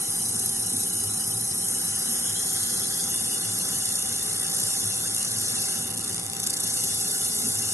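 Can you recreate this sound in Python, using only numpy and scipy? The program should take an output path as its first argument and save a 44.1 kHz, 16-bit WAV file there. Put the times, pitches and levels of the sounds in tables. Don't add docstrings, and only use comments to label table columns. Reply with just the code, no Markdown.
import sys
import numpy as np
from scipy import signal
from scipy.fft import rfft, irfft, next_fast_len
from scipy.io import wavfile
from scipy.ndimage import uniform_filter1d, map_coordinates

SR = 44100
rng = np.random.default_rng(int(sys.argv[2]) if len(sys.argv) > 2 else 0)


def bounce(signal):
    frames = np.transpose(np.atleast_2d(signal))
    limited = np.clip(frames, -1, 1)
    pcm = np.round(limited * 32767).astype(np.int16)
    wavfile.write(sys.argv[1], SR, pcm)


N = 340893
T = np.arange(N) / SR
SIZE = next_fast_len(N, True)
HZ = np.fft.rfftfreq(SIZE, 1 / SR)

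SWEEP_HZ = 29.465


# pitch_hz, density_db (per Hz)
HISS_COLOUR = [(350, -50), (600, -1), (708, -7), (774, -10), (856, -7.5), (1560, -16.5), (2050, -18),
               (2500, -17.5), (3800, -48), (4400, -33), (4900, -26.5), (5300, -4.5), (5610, -9),
               (8120, -1.5), (9330, -1), (11600, -5), (12500, -23), (16200, -57), (22000, -120)]
HISS_SIDE_COLOUR = [(530, -42), (900, -12), (1370, -19), (1560, -12), (2550, -14), (3560, -2), (4290, -4),
                    (4670, -2), (5680, -3), (6200, -12), (7290, 0), (8580, -3), (9250, -10), (9980, -6),
                    (12000, -29), (15600, -59), (22000, -120)]
# pitch_hz, width_hz, boost_db
HISS_RESONANCES = [(827, 580, -22.5), (2386, 384, -12.5), (5840, 190, 5), (6310, 680, 4.5),
                   (9304, 1370, 5.5), (10260, 700, 0.5), (11140, 1420, 4.5)]
HISS_SIDE_RESONANCES = [(3500, 400, 2.5), (4250, 300, 0.5), (4630, 340, 3.5), (6200, 700, 2),
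                        (7300, 800, 2.5), (8460, 600, 5), (8970, 600, -13), (10800, 440, -12)]


def laser(hiss_db=-27.5, side_db=-35):
    vapour = plume()
    jet = lingering(np.hypot(vapour, sparks(vapour)))
    middle_hiss = shifting(hiss(jet, colour(HISS_COLOUR, HISS_RESONANCES)))
    mid = gain_of(hiss_db) * middle_hiss + rings(jet) + buzz()
    side_hiss = hiss(jet, colour(HISS_SIDE_COLOUR, HISS_SIDE_RESONANCES))
    side = gain_of(side_db) * side_hiss + off_centre(mid)
    return np.array([reflected(mid + side), reflected(mid - side)])


def plume(relief_db=0.5, memory_s=0.45, boiling_db=0.5, boiling_hz=2700):
    rough_db = relief_db * relief(memory_s, count=28)
    return gain_of(bite() + rough_db + boiling_db * drift(boiling_hz))


def beam_place(turn_s=0.0213):
    return 2 * abs(((T - turn_s) * SWEEP_HZ + .5) % 1 - .5)


# start_s, end_s, near_place (0-1 along the line), far_place (0-1), change_db
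EMBLEM_SHAPES = [(0.216, 1.44, 0.01, 0.26, 1), (3.895, 4.082, 0.06, 0.22, 3), (3.94, 4.477, 0.03, 1, -1.5),
                 (4.32, 4.656, 0, 0.8, -1), (4.37, 4.647, 0.38, 0.54, -9), (5.78, 6.413, 0.04, 0.84, -2.5),
                 (5.804, 5.93, 0.96, 1.1, -21), (5.869, 6.05, 0.04, 0.46, -10),
                 (6.104, 6.225, 0.63, 0.88, -9), (6.215, 6.627, 0.51, 1.1, -3),
                 (6.23, 6.39, 0.06, 0.34, -13), (6.41, 6.498, 0.11, 0.25, 9), (6.5, 6.6, 0.55, 1.1, -5),
                 (6.24, 6.42, 0.3, 0.95, -3.5), (6.51, 6.6, 0.42, 0.72, -4)]


def bite(tilt_db=1.9, dwell_db=2.5, dwell_share=0.75, outline_s=0.055, outline_share=0.017):
    place = beam_place()
    db = tilt_db * (.5 - place)
    to_turn = np.minimum(place, 1 - place)
    db += dwell_db * np.exp(-to_turn / dwell_share)
    for start_s, end_s, near, far, shape_db in EMBLEM_SHAPES:
        present = inside(T, start_s, end_s, outline_s)
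        db += shape_db * present * inside(place, near, far, outline_share)
    return db


def relief(memory_s, count):
    bumps = rng.standard_normal((int(T[-1] * SWEEP_HZ) + 20, count))
    kept = np.exp(-1 / (memory_s * SWEEP_HZ))
    bumps = signal.lfilter([1], [1, -kept], bumps, axis=0)
    bumps = bumps[::-1].ravel()
    return evened(np.interp(T * SWEEP_HZ * count, np.arange(len(bumps)), bumps))


# start_s, peak_db, rise_s
LARGE_SPARKS = [(0.392, -13, 0.0032), (0.459, -10, 0.0016), (0.4923, -14, 0.0018), (0.766, -12.5, .0015),
                (0.8074, -16, .002), (0.8325, -15, 0.0018), (1.037, -14.5, 0.0019), (1.4108, -12, 0.0011),
                (1.684, -13, 0.0018), (2.363, -17, 0.00059), (3.8541, -13, 0.0012), (4.537, -22, 0.0018),
                (4.5465, -20, 0.0016), (5.1454, -10, 0.0016), (5.164, -10, 0.00082), (5.1814, -14, 0.00087),
                (5.1944, -13.5, .001), (5.228, -10, 0.0011), (5.247, -13, 0.0024), (5.316, -12, .001),
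                (5.3844, -15, 0.0017), (5.9011, -24, 0.0012), (5.9696, -21, 0.0048), (5.993, -15, .001),
                (6.0274, -20, .0008), (6.041, -17, 0.0022), (6.0762, -22, .0012), (6.1446, -11.5, 0.001),
                (6.18, -16, .0007), (6.196, -19, 0.0011), (6.2647, -16, 0.00062), (6.2985, -15.5, 0.00091),
                (6.333, -13.5, 0.0008), (6.366, -18, 0.0013), (6.4, -13, 0.0016), (6.4384, -12.5, 0.0011),
                (6.4702, -9.5, 0.001), (6.4989, -24, .002), (6.5524, -27, .0007), (6.5676, -20, 0.002),
                (6.5995, -19, .003), (6.6334, -18, .003), (6.837, -14, 0.0018)]


def sparks(jet, per_s=12, spark_db=-8, spread_db=2, rise_s=0.0016, jet_peak_db=-19.5):
    flying = rng.random(N) < per_s / SR
    kicks = flying * jet * gain_of(spark_db + spread_db * rng.uniform(-0.92, 1, N))
    out = signal.oaconvolve(kicks, flare(T[T < 10 * rise_s] / rise_s))[:N]
    for start_s, peak_db, large_rise_s in LARGE_SPARKS:
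        lit = (T >= start_s) & (T < start_s + 10 * large_rise_s)
        out[lit] += gain_of(peak_db - jet_peak_db) * flare((T[lit] - start_s) / large_rise_s)
    return out


def flare(age):
    return age * np.exp(1 - age)


def lingering(jet, wet=0.13, ring_s=0.0026):
    kept = np.exp(-1 / (ring_s * SR))
    tail = signal.lfilter([1 - kept], [1, -kept], jet ** 2)
    return np.sqrt((1 - wet) * jet ** 2 + wet * tail)


# time_s, sizzle_db, lower_hiss_db (relative to the sizzle), hollow_body_db (relative to the sizzle)
BURN_CURVE = [(0.0, -29.5, -6, -24), (0.4, -30, -5.2, -25), (1.0, -30, -5.5, -25),
              (1.5, -30.5, -5.3, -25.5), (1.72, -29, -5, -24.5), (1.92, -30, -3.5, -22),
              (2.15, -29, -4, -22.5), (2.35, -30, -3.5, -23), (2.66, -28, -4, -24),
              (2.85, -30, -2.5, -23.5), (3.4, -30.5, -3.3, -21), (3.9, -29.5, -3, -23),
              (4.36, -29, -2.5, -22), (4.65, -28, -1, -22.5), (4.9, -30.5, -2.5, -21.5),
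              (5.08, -31, -3, -21), (5.3, -31, -1.5, -20.5), (5.7, -30, -1.5, -20.5),
              (5.9, -29.5, -4, -24.5), (6.2, -32.5, 0, -21), (6.6, -30.5, -0.5, -22),
              (6.87, -29, -2.5, -24), (7.73, -30, -2.5, -22.5)]


def hiss(jet, gain, lower_depth=1.0, body_depth=0.15, own_db=0.1, own_hz=300):
    burn, lower, body = (db - db.mean() for db in curves(BURN_CURVE))
    under_sizzle, under_lower = below(7960, order=16), below(3500, order=8)
    ranges = [(np.sqrt(1 - under_sizzle ** 2), 0, 1),
              (under_sizzle * np.sqrt(1 - under_lower ** 2), lower, lower_depth),
              (under_lower, body, body_depth)]
    out = 0
    for passed, fullness_db, depth in ranges:
        strength = evened(jet ** depth * gain_of(burn + fullness_db + own_db * drift(own_hz)))
        out = out + filtered(strength * rng.standard_normal(N), passed * gain)
    return evened(out)


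# time_s, pitch_hz, depth_db
SIZZLE_NOTCH = [(0, 7450, -6), (1.8, 7420, -6), (2.6, 7840, -8), (3.4, 8040, -5.5), (5.5, 8130, -8),
                (6.5, 8580, -5), (7.7, 8530, -7.5)]


def shifting(x, patchy_db=2.0, notch_width_hz=330):
    hz, t, z = signal.stft(x, SR, nperseg=512, noverlap=384)
    notch_hz, notch_db = (np.interp(t, T, c) for c in curves(SIZZLE_NOTCH))
    notch = notch_db * np.exp(-((hz[:, None] - notch_hz) / notch_width_hz) ** 2)
    db = patchy_db * patches(z.shape, bins=5, frames=11) + notch
    return evened(signal.istft(z * gain_of(db), SR, nperseg=512, noverlap=384)[1][:N])


# start_s, end_s, pitch_hz, glide_hz_per_s, width_hz, level_db
FUZZY_WHISTLES = [(-.2, 2.38, 3000, 0, 250, -55), (-.2, 2.1, 4000, -26, 280, -56),
                  (-.2, 2.46, 4930, -2.5, 380, -49.5), (2.15, 3.12, 3350, 161, 400, -51),
                  (2.3, 3.04, 4150, 57, 270, -50), (2.45, 3.13, 4720, 351, 400, -48),
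                  (3.05, 7.9, 2830, -4, 270, -52.5), (3.1, 7.9, 3560, 12.5, 217, -54.5),
                  (3.1, 7.9, 4270, 1, 213, -53.5), (3.2, 7.9, 4730, -10.5, 230, -53.5)]


def rings(jet, wander_hz=40, wander_rate_hz=6, fade_s=0.041):
    jet_depth, flutter_db, flutter_hz = 0.6, 7, 16
    out = np.zeros(N)
    for start_s, end_s, hz, glide_hz_per_s, width_hz, db in FUZZY_WHISTLES:
        glide_hz = glide_hz_per_s * (T - (start_s + end_s) / 2)
        centre_hz = hz + glide_hz + wander_hz * drift(wander_rate_hz)
        flutter = evened(gain_of(flutter_db * np.minimum(drift(flutter_hz), 1)))
        level = gain_of(db) * flutter * inside(T, start_s, end_s, fade_s)
        out += level * band(centre_hz, width_hz)
    return out * evened(jet ** jet_depth)


def buzz(buzz_db=-4.0, centre_hz=1480, width_hz=380):
    burn, _, body = curves(BURN_CURVE)
    bumps = relief(0.17, count=240)
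    return gain_of(burn + body + buzz_db) * shaped(bumps, 1 / (1 + ((HZ - centre_hz) / width_hz) ** 4))


def off_centre(mid, lean=0.17, lean_hz=5400, lean_width_hz=1300):
    steady, lead, lead_s = .015, .2, .000136
    louder = steady + lean * np.exp(-((HZ - lean_hz) / lean_width_hz) ** 2)
    earlier = -1j * lead * np.sin(2 * np.pi * HZ * lead_s) * below(7500, order=8)
    return filtered(mid, louder + earlier)


# time_s, first_delay_ms, first_strength (ratio), second_delay_ms, second_strength (ratio)
REFLECTIONS = [(0, 0.84, 0.067, 0.9, 0.1), (1.6, 0.74, 0.047, 1.67, 0.1), (2.2, 0.58, 0.32, 0.79, 0.062),
               (2.85, 0.61, 0.33, 1, 0.025), (3.3, 0.596, 0.042, 1.165, 0.037),
               (7.7, 0.43, 0.053, 1.38, 0.08)]


def reflected(x, dull_hz=7500):
    first_ms, first, second_ms, second = curves(REFLECTIONS)
    dulled = filtered(x, below(dull_hz, order=2))

    def late(ms):
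        return map_coordinates(dulled, [np.arange(N) - ms * SR / 1000], order=3)

    return x + first * late(first_ms) + second * late(second_ms)


# pitch_hz, density_db (per Hz)
TICK_COLOUR = [(300, -40), (1500, -15), (2500, -12), (4000, -18.5), (6000, -8), (9500, 2), (12000, -4)]
# start_s, end_s
DETAIL_SPAN = (6, 6.58)


def crackle(per_s=120, tick_db=-34, spread_db=6, tick_s=0.00034, snap_db=-10, wide=0.66):
    detail = inside(T, *DETAIL_SPAN, .03)
    ticking = rng.random(N) < per_s / SR
    kicks = ticking * gain_of(tick_db + spread_db * rng.uniform(-0.6, 1, N))
    for start_s, peak_db, _ in LARGE_SPARKS:
        kicks[round(start_s * SR)] += gain_of(peak_db + snap_db)
    level = signal.oaconvolve(kicks * detail, flare(T[T < 10 * tick_s] / tick_s))[:N]
    mid, side = (level * shaped(rng.standard_normal(N), colour(TICK_COLOUR)) for _ in range(2))
    return np.array([mid + wide * side, mid - wide * side])


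# start_s, end_s, pitch_hz, width_hz, change_db
COLOUR_BUMPS = [(-1, 9, 3100, 160, -2.5), (-1, 9, 4030, 260, 2.5), (-1, 9, 4310, 200, -3),
                (-1, 9, 5200, 250, -2.2), (-1, 9, 5560, 300, 2.7), (-1, 9, 5970, 220, -3),
                (-1, 3, 2420, 400, 3.5), (-1, 2.9, 3550, 350, -4.5), (-1, 2.8, 4680, 350, -5.5),
                (-1, 2.8, 7150, 400, 2.5), (-1, 2.7, 8400, 500, -2.2), (1.8, 3, 2830, 350, 4),
                (1.9, 2.9, 4050, 250, 2.5), (1.9, 2.9, 5520, 300, 2), (3, 9, 4800, 200, 2),
                (-1, 1.8, 590, 160, -4), (-1, 1.9, 1150, 120, -2)]


def hollows(pair, fade_s=0.2):
    mottle_db, mottle_hz, mottle_octaves = 2.0, 2500, 1.6
    hz, t, z = signal.stft(pair, SR, nperseg=1024, noverlap=768)
    db = np.zeros((len(hz), len(t)))
    for start_s, end_s, centre_hz, width_hz, change_db in COLOUR_BUMPS:
        bell = np.exp(-(2 * (hz - centre_hz) / width_hz) ** 2)
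        db += change_db * np.outer(bell, inside(t, start_s, end_s, fade_s))
    octaves_away = np.log2((hz[:, None] + 1) / mottle_hz)
    middle = np.exp(-(octaves_away / mottle_octaves) ** 2)
    db += mottle_db * patches(db.shape, bins=4, frames=9) * middle
    return signal.istft(z * gain_of(db), SR, nperseg=1024, noverlap=768)[1][:, :N]


# pitch_hz, density_db (per Hz)
AIR_COLOUR = [(15, -59), (25, -23), (54, -21), (108, 5.5), (139, -1.5), (227, -5), (346, -7), (396, -9),
              (453, -10.5), (493, -6.5), (583, -24), (702, -14), (776, 2), (859, -11), (1400, -29.5),
              (1820, -66), (3080, -120)]
AIR_SIDE_COLOUR = [(29, -40), (50, -25), (100, -6), (175, -2), (210, -5), (252, 1), (306, -5.5), (499, 8),
                   (669, 5.5), (769, 3), (848, -5), (1400, -9), (1820, -46), (3080, -120)]
# pitch_hz, width_hz (at least pitch / 14), boost_db
DUCT_RESONANCES = [(116, 69, -6), (180.6, 75, 3.5), (230, 31, 5), (396.7, 36, 5.5), (460, 28, -2),
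                   (813, 192, -11)]
DUCT_SIDE_RESONANCES = [(250, 22, -2), (530, 150, 9.5), (780, 140, 9)]


def extractor(air_db=-40.5, mid_db=-1.5, side_db=-14.0):
    swell_db = 0.73 * drift(5.3)
    mid_air = shaped(rng.standard_normal(N), colour(AIR_COLOUR, DUCT_RESONANCES))
    side_air = shaped(rng.standard_normal(N), colour(AIR_SIDE_COLOUR, DUCT_SIDE_RESONANCES))
    mid = gain_of(mid_db + swell_db) * mid_air
    side = gain_of(side_db) * side_air
    return gain_of(air_db) * np.array([mid + side, mid - side])


# start_s, length_s, level_db (before surge_db is added)
DRONE_SURGES = [(0.28, 0.11, -41), (0.587, 0.27, -41.5), (1.046, 0.1, -34.5), (1.213, 0.24, -38),
                (1.687, 0.06, -52.5), (2.158, 0.23, -42.5), (3.469, 0.07, -35.5), (3.91, 0.12, -47),
                (4.615, 0.049, -38), (4.843, 0.058, -34), (5.344, 0.099, -36.5), (5.518, 0.12, -38),
                (5.821, 0.27, -44), (6.52, 0.52, -44.5), (7.2, 0.07, -77), (7.573, 0.19, -40)]


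def drone(hz=109.0, waver_hz=3.6, usual_db=-53.5, shudder_db=3.5, surge_db=-6.0, surge_edge_s=0.021,
          throb_db=-3.0):
    turn = 2 * np.pi * np.cumsum(hz + waver_hz * drift(10.4)) / SR
    level = gain_of(usual_db + throb_db * drift(37.0))
    for start_s, length_s, db in DRONE_SURGES:
        surge = gain_of(db + surge_db) * inside(T, start_s, start_s + length_s, surge_edge_s)
        level = np.hypot(level, surge)
    shudder = gain_of(shudder_db * np.minimum(drift(9.4), 1))
    return level * shudder * np.sqrt(2) * np.sin(turn)


# start_s, length_s, pitch_hz, level_db
DUCT_BOOMS = [(0.73, 0.047, 243, -40.5), (1.106, 0.085, 191.3, -41), (2.03, 0.11, 220, -41.5),
              (3.998, 0.89, 399.6, -53), (7.052, 0.54, 420, -50.5), (7.424, 0.08, 241, -39.5)]


def booms(width_hz=70, edge_s=0.013):
    return sum(gain_of(db) * inside(T, start_s, start_s + length_s, edge_s) * band(hz, width_hz)
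               for start_s, length_s, hz, db in DUCT_BOOMS)


# pitch_hz, level_db (halfway through), waver_hz, left_right_phase_rad, growth_db_per_s
FAN_TONES = [(762.4, -56, 0.8, -1.3, 0.2), (792, -54, 0.5, -1.39, 0.4), (872, -69, 0.8, 0, -1.3)]


def fans(unsteady_db=1.6, waver_rate_hz=6, swell_rate_hz=3):
    out = np.zeros((2, N))
    for hz, db, waver_hz, apart, growth_db_per_s in FAN_TONES:
        turn = 2 * np.pi * np.cumsum(hz + waver_hz * drift(waver_rate_hz)) / SR
        level_db = db + growth_db_per_s * (T - T.mean()) + unsteady_db * drift(swell_rate_hz)
        out += gain_of(level_db) * np.sqrt(2) * np.sin([turn + apart / 2, turn - apart / 2])
    return out


def gain_of(db):
    return 10 ** (np.asarray(db) / 20)


def evened(x):
    return x / np.sqrt(np.mean(x ** 2) + 1e-20)


def curves(rows):
    s, *columns = np.transpose(rows)
    return [np.interp(T, s, c) for c in columns]


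def inside(x, start, end, soft):
    return (1 + np.tanh((x - start) / soft)) * (1 + np.tanh((end - x) / soft)) / 4


def colour(points, peaks=()):
    hz, db = np.transpose(points)
    bells = sum(d * np.exp(-(2 * (HZ - f) / max(w, f / 14)) ** 2) for f, w, d in peaks)
    return gain_of(np.interp(np.log(HZ + 1), np.log(hz + 1), db) + bells)


def below(edge_hz, order=4):
    return 1 / np.sqrt(1 + (HZ / edge_hz) ** (2 * order))


def filtered(x, gain):
    return irfft(rfft(x, SIZE) * gain, SIZE)[:N]


def shaped(x, gain):
    return evened(filtered(x, gain))


def drift(rate_hz):
    return shaped(rng.standard_normal(N), below(rate_hz, order=2))


def band(hz, width_hz):
    turn = 2 * np.pi * np.cumsum(hz * np.ones(N)) / SR
    passed = below(width_hz / 2, order=4)
    return sum(shaped(rng.standard_normal(N), passed) * wave(turn) for wave in (np.cos, np.sin))


def patches(shape, bins, frames):
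    across_pitch = uniform_filter1d(rng.standard_normal(shape), size=bins, axis=0)
    return evened(uniform_filter1d(across_pitch, size=frames, axis=1))


def scene():
    return hollows(laser() + extractor()) + crackle() + drone() + booms() + fans()


def record(dry, edge_hz=11950):
    low_pass = signal.firwin(401, edge_hz, window=("kaiser", 9), fs=SR)
    return signal.oaconvolve(dry, low_pass[None], "same")


dry = scene()
out = record(dry)
bounce(out)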